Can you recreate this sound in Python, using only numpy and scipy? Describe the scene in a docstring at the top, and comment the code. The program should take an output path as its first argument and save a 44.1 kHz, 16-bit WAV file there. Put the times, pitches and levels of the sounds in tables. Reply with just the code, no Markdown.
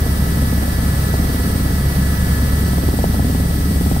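"""Inside a helicopter cabin on a slow approach, a stereo pair of microphones at the seat.
All around, air rumbles on the hull and hisses through the cabin. The turbine whistles, the gearbox
sings and the tail rotor drones. Over it all the main rotor throbs: each passing blade slaps, now
softly, now hard, and cracks when it cuts a tip vortex."""
import sys
import numpy as np
from scipy import signal
from scipy.fft import rfft, irfft, next_fast_len
from scipy.io import wavfile
from scipy.ndimage import map_coordinates

SR = 44100
rng = np.random.default_rng(int(sys.argv[2]) if len(sys.argv) > 2 else 0)


def to_wav(s):
    """Save 16-bit WAV."""
    ch = np.atleast_2d(s).T  # columns
    pcm = np.round(np.clip(ch, -1, 1) * 32767)  # PCM
    wavfile.write(sys.argv[1], SR, pcm.astype(np.int16))


N = 176400

BLADE_HZ, FIRST_BLADE_S, TAIL_BLADE_HZ = 19.474, .0112, 68.82

# Airflow on the hull, in the cabin and at each microphone (frequency [Hz], relative density [dB])
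HULL_RUMBLE = [(10, -28), (25, -22), (40, -1.5), (70, 0.5), (110, -2.5), (170, 0), (240, -4.5),
               (330, -14.5), (450, -19), (800, -31), (2000, -79)]
CABIN_AIR = [(100, 1), (280, -5), (420, -2.5), (700, -5.5), (1050, -7.5), (1320, -5.5), (1520, -9),
             (1750, -7.5), (2000, -13.5), (2230, -14), (2500, -30.5), (4000, -33)]
HISS_LEFT = [(1200, -24), (2400, -2.5), (3300, 4), (3900, 0.5), (4500, 2.5), (6600, -1.5), (7700, 2),
             (8350, 7.5), (8800, 3), (9750, 5.5), (10150, -1), (10700, -2), (11200, 1), (14500, 1),
             (15500, 3.5)]
HISS_RIGHT = [(1200, 1.5), (2400, -0.5), (3300, -1), (3900, 0), (4500, 2.5), (6000, 0.5), (7000, -10),
              (8300, -12.5), (9000, -9), (9800, -6), (10400, -2), (11500, 6), (12300, 0.5), (14500, 2.5),
              (15600, 2.5)]
# Likeness of the air noise at the two microphones (frequency [Hz], correlation [-1..1])
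MIC_COHERENCE = [(200, 0.85), (500, 0.68), (1000, 0.28), (2500, 0.19)]
# Compressor speed (time [s], change [%])
COMPRESSOR_SPEED = [(0, -.6), (.3, -.22), (1.2, -.02), (1.5, .02), (2.0, -.15), (2.7, .36), (3.15, .36),
                    (3.6, 0), (4, -.1)]
# Turbine whistles, gear tones, and the main mesh with its shaft sidebands, all before their swells
# (frequency [Hz], left level [dB], right level [dB], flutter share of power [0..1])
TURBINE_TONES = [(8345, -42.5, -57.5, .45), (9860, -43, -50, .35)]
GEAR_TONES = [(648, -47, -51, .4), (700, -45, -49, .4), (908, -53, -60, .4), (1298, -41, -48, .45),
              (1514, -57, -52, .3), (1948.6, -47.5, -38, .03), (2235, -62, -52, .9), (2955, -55, -64, .8),
              (3246, -57, -53.5, .6), (3828, -53.5, -62, .7), (3900, -59, -55, .7), (4554, -51, -48.5, .65),
              (5561, -54, -54.5, .65), (6164, -58, -56, .7), (12118, -60, -56, .8)]
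MESH_TONES = [(1688, -58, -47.5, .25), (1716, -40.5, -44, .08), (1744.5, -56, -43.5, .15),
              (1773, -58, -54, .4)]
# Swells of the cabin air, the gears and the main mesh (time [s], gain [dB])
AIR_SWELL = [(0, 0), (1.0, 1.5), (2.0, 0.9), (2.5, 2.2), (2.9, -0.5), (3.3, -1.5), (4, -1)]
GEAR_SWELL = [(0, 0), (1.2, 1), (2.6, 1), (3.1, -1.5), (4, -1.5)]
MESH_SWELL = [(0, -1.5), (.9, 3), (1.6, -1), (2.35, 5), (2.9, -2.5), (4, -5.5)]
# Tail rotor drone and main rotor throb (harmonic [x blade rate], level [dB])
TAIL_DRONE = [(1, -19.5), (2, -30), (3, -40.5), (4, -49.5)]
MAIN_THROB = [(1, -35), (2, -31.5), (3, -35.5), (4, -30), (5, -27), (6, -33), (7, -32.5), (9, -28),
              (11, -39), (13, -39.5), (14, -39), (21, -47.5), (26, -48)]
# Course of the slap's strength, and single vortex cracks (time [s], peak level [dB])
SLAP_LEVEL = [(0, -23.5), (.3, -17), (.6, -14), (.75, -16.5), (1.08, -20), (1.145, -13), (1.5, -15),
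              (1.9, -21.5), (2.57, -24), (2.7, -13), (2.98, -9.5), (3.042, -13), (3.1, -13.5),
              (3.33, -11.5), (3.5, -16), (3.72, -15.5), (3.92, -7.5), (4, -17)]
VORTEX_CRACKS = [(0.064, -16.5), (.424, -20), (.527, -20), (.629, -17), (1.1411, -14), (1.194, -23),
                 (1.245, -21), (1.296, -22), (2.783, -17), (2.888, -15), (2.990, -14.5), (3.0414, -6),
                 (3.093, -30), (3.144, -16), (3.195, -15.5), (3.349, -15), (3.913, -22), (3.9645, -12.5)]
# Slap, crack and blade wake as heard from the seat (frequency [Hz], relative level [dB])
SLAP_COLOUR = [(30, -28), (110, -10.5), (190, -2), (245, 4), (290, 1.5), (330, -9.5), (400, -6.5),
               (460, -12.5), (520, -12.5), (800, -19), (1300, -45), (3000, -76)]
CRACK_COLOUR = [(100, -17), (350, -0.5), (650, 1.5), (950, -3), (1300, -16), (2200, -42), (6000, -80)]
WAKE_COLOUR = [(100, 2.5), (250, -4.5), (420, -5.5), (750, -1.5), (1100, -18), (2500, -58)]


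def amp(db):
    """Decibels to gain."""
    return 10 ** (np.asarray(db) / 20)


def unit(x):
    """Scale to rms 1."""
    return x / np.sqrt(np.mean(x ** 2) + 1e-20)


def along(points, hz):
    """Read (frequency [Hz], value) points on a log axis."""
    f, v = np.transpose(points)
    return np.interp(np.log(hz + 1), np.log(f + 1), v)


def curve(rows):
    """Join (time [s], value) points, one value per sample."""
    return np.interp(np.arange(N) / SR, *np.transpose(rows))


def wobble(rate):
    """A smooth random curve, rate knots a second."""
    knots = rng.standard_normal(int(N * rate / SR) + 4)
    return map_coordinates(knots, [np.arange(N) * rate / SR])


def filtered(x, response):
    """Apply a frequency response to x."""
    size = next_fast_len(N + SR // 2)
    return irfft(rfft(x, size) * response(np.fft.rfftfreq(size, 1 / SR)), size)[..., :N]


def noise(spectrum):
    """Coloured noise of rms 1."""
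    return unit(filtered(rng.standard_normal(N), lambda hz: amp(along(spectrum, hz))))


def wide_noise(spectrum):
    """Cabin noise, most alike at the two microphones in the bass."""
    def mid_and_side(hz):
        angle = np.arccos(np.clip(along(MIC_COHERENCE, hz), -1, 1)) / 2
        return amp(along(spectrum, hz)) * [np.cos(angle), np.sin(angle)]
    mid, side = filtered(rng.standard_normal((2, N)), mid_and_side)
    return unit(np.array([mid + side, mid - side]))


def from_left(x, lag_s=.00038):
    """Sound that reaches the left microphone first."""
    return filtered(x, lambda hz: np.exp(1j * np.pi * hz * lag_s * np.array([[1], [-1]])))


def pulses(times, peaks, colour, size=8192):
    """Causal pressure pulses of a given colour and peak."""
    cepstrum = irfft(np.log(amp(along(colour, np.fft.rfftfreq(size, 1 / SR)))))
    cepstrum[1:size // 2] *= 2  # fold to minimum phase for a sharp onset
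    cepstrum[size // 2 + 1:] = 0
    shape = irfft(np.exp(rfft(cepstrum)))
    train = np.bincount(np.abs(np.round(times * SR)).astype(int), peaks, N)[:N]
    return signal.fftconvolve(train, shape / np.abs(shape).max())[:N]


def harmonics(hz, orders, waver_db):
    """Multiples of a blade rate, each wavering in level."""
    phase = 2 * np.pi * hz * np.arange(N) / SR
    return np.sqrt(2) * sum(
        amp(db + waver_db * wobble(5.02)) * np.sin(round(k) * phase + rng.uniform(0, 2 * np.pi))
        for k, db in orders)


def tones(rows, speed, flutter_rate):
    """Machine tones on one shaft; part of each is scattered into a narrow flutter."""
    shaft_time = np.cumsum(speed) / SR
    out = np.zeros((2, N))
    for hz, left_db, right_db, share in rows:
        carrier = np.exp(2j * np.pi * hz * shaft_time)
        for side, db in enumerate((left_db, right_db)):
            flutter = wobble(flutter_rate) + 1j * wobble(flutter_rate)
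            envelope = np.sqrt(2 * (1 - share)) + np.sqrt(share) * flutter
            out[side] += amp(db) * np.real(carrier * 1j ** side * envelope)  # sides 90 degrees apart
    return out


def hull_rumble():
    """Air rumbles on the hull, a little more when the blades slap harder."""
    slap_db = curve(SLAP_LEVEL)
    level_db = -21.5 + 0.086 * (slap_db - slap_db.mean()) + 0.52 * wobble(5.92)
    mid, side = noise(HULL_RUMBLE), amp(-20) * noise(HULL_RUMBLE)
    return amp(level_db) * np.array([mid + side, mid - side])


def cabin_air():
    """Air rushes through the cabin, gently swelling and easing."""
    level_db = -31.5 + curve(AIR_SWELL) + 0.34 * wobble(8.3)
    return amp(level_db) * from_left(wide_noise(CABIN_AIR))


def air_hiss(ripple_db=1.3, ripple_width_hz=50):
    """Air hisses at each microphone, its spectrum rippled by cabin reflections."""
    hiss = np.array([noise(HISS_LEFT), noise(HISS_RIGHT)])
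    for side, ripple in enumerate(ripple_db * rng.standard_normal((2, SR // 2))):
        hiss[side] = filtered(hiss[side], lambda hz: amp(map_coordinates(ripple, [hz / ripple_width_hz])))
    blade_chop_db = 0.38 * np.cos(2 * np.pi * BLADE_HZ * (np.arange(N) / SR - FIRST_BLADE_S))
    flicker_db = 0.67 * np.array([wobble(24.98), wobble(25.05)])
    return amp(-29 + blade_chop_db + flicker_db + 0.37 * curve(AIR_SWELL)) * hiss


def turbine():
    """Fuzzy whistles, louder on the left, follow the compressor's speed and swell at random."""
    speed = 1 + curve(COMPRESSOR_SPEED) / 100 + 0.00031 * wobble(12)
    swell_db = 1 + .9 * wobble(6.05)
    return amp(swell_db) * tones(TURBINE_TONES, speed, flutter_rate=70)


def gearbox():
    """Meshing teeth sing at governed speed; the main mesh swells and fades."""
    speed = 1 + 0.000491 * wobble(2.032)
    gears = amp(curve(GEAR_SWELL)) * tones(GEAR_TONES, speed, flutter_rate=55)
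    mesh = amp(curve(MESH_SWELL)) * tones(MESH_TONES, speed, flutter_rate=25)
    return gears + mesh


def tail_rotor():
    """Back on the tail, the blades drone low and steady."""
    return harmonics(TAIL_BLADE_HZ, TAIL_DRONE, waver_db=0.8)


def blade_wake(rise_s=.0011, decay_s=.012):
    """Turbulence puffs behind each blade, louder when the slap is hard."""
    age = (np.arange(N) / SR - FIRST_BLADE_S) % (1 / BLADE_HZ)
    puff = (1 - np.exp(-age / rise_s)) * np.exp(-age / decay_s)
    return amp(-16 + 0.73 * curve(SLAP_LEVEL)) * puff * wide_noise(WAKE_COLOUR)


def vortex_cracks(echo_s=.01042, echo_db=-10.5):
    """A blade cuts a tip vortex; the crack arrives direct, then once more off the airframe."""
    times, peak_db = np.transpose(VORTEX_CRACKS)
    direct = pulses(times, amp(peak_db), CRACK_COLOUR)
    echo = pulses(times + echo_s, amp(peak_db + echo_db), CRACK_COLOUR)
    return direct + echo


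def blade_slaps(scatter_db=1.0, jitter_s=.00016):
    """Each passing blade sends a pressure pulse into the cabin, slightly uneven in level and time."""
    times = np.arange(FIRST_BLADE_S, N / SR, 1 / BLADE_HZ)
    scatter, jitter = rng.standard_normal((2, len(times)))
    peak_db = np.interp(times, *np.transpose(SLAP_LEVEL)) + scatter_db * scatter
    return pulses(times + jitter_s * jitter, amp(peak_db), SLAP_COLOUR)


def main_rotor():
    """Close overhead, every blade gives a throb, a slap and a puff of wake; some crack."""
    blades = from_left(blade_slaps() + vortex_cracks() + blade_wake())
    return blades + harmonics(BLADE_HZ, MAIN_THROB, waver_db=1.2)


def scene():
    """Everything heard from the seat."""
    machinery = main_rotor() + tail_rotor() + gearbox() + turbine()
    return machinery + hull_rumble() + cabin_air() + air_hiss()


def record(dry, top_hz=15740):
    """The microphone channels pass nothing above their band limit."""
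    return filtered(dry, lambda hz: hz < top_hz)


dry = scene()
out = record(dry)
to_wav(out)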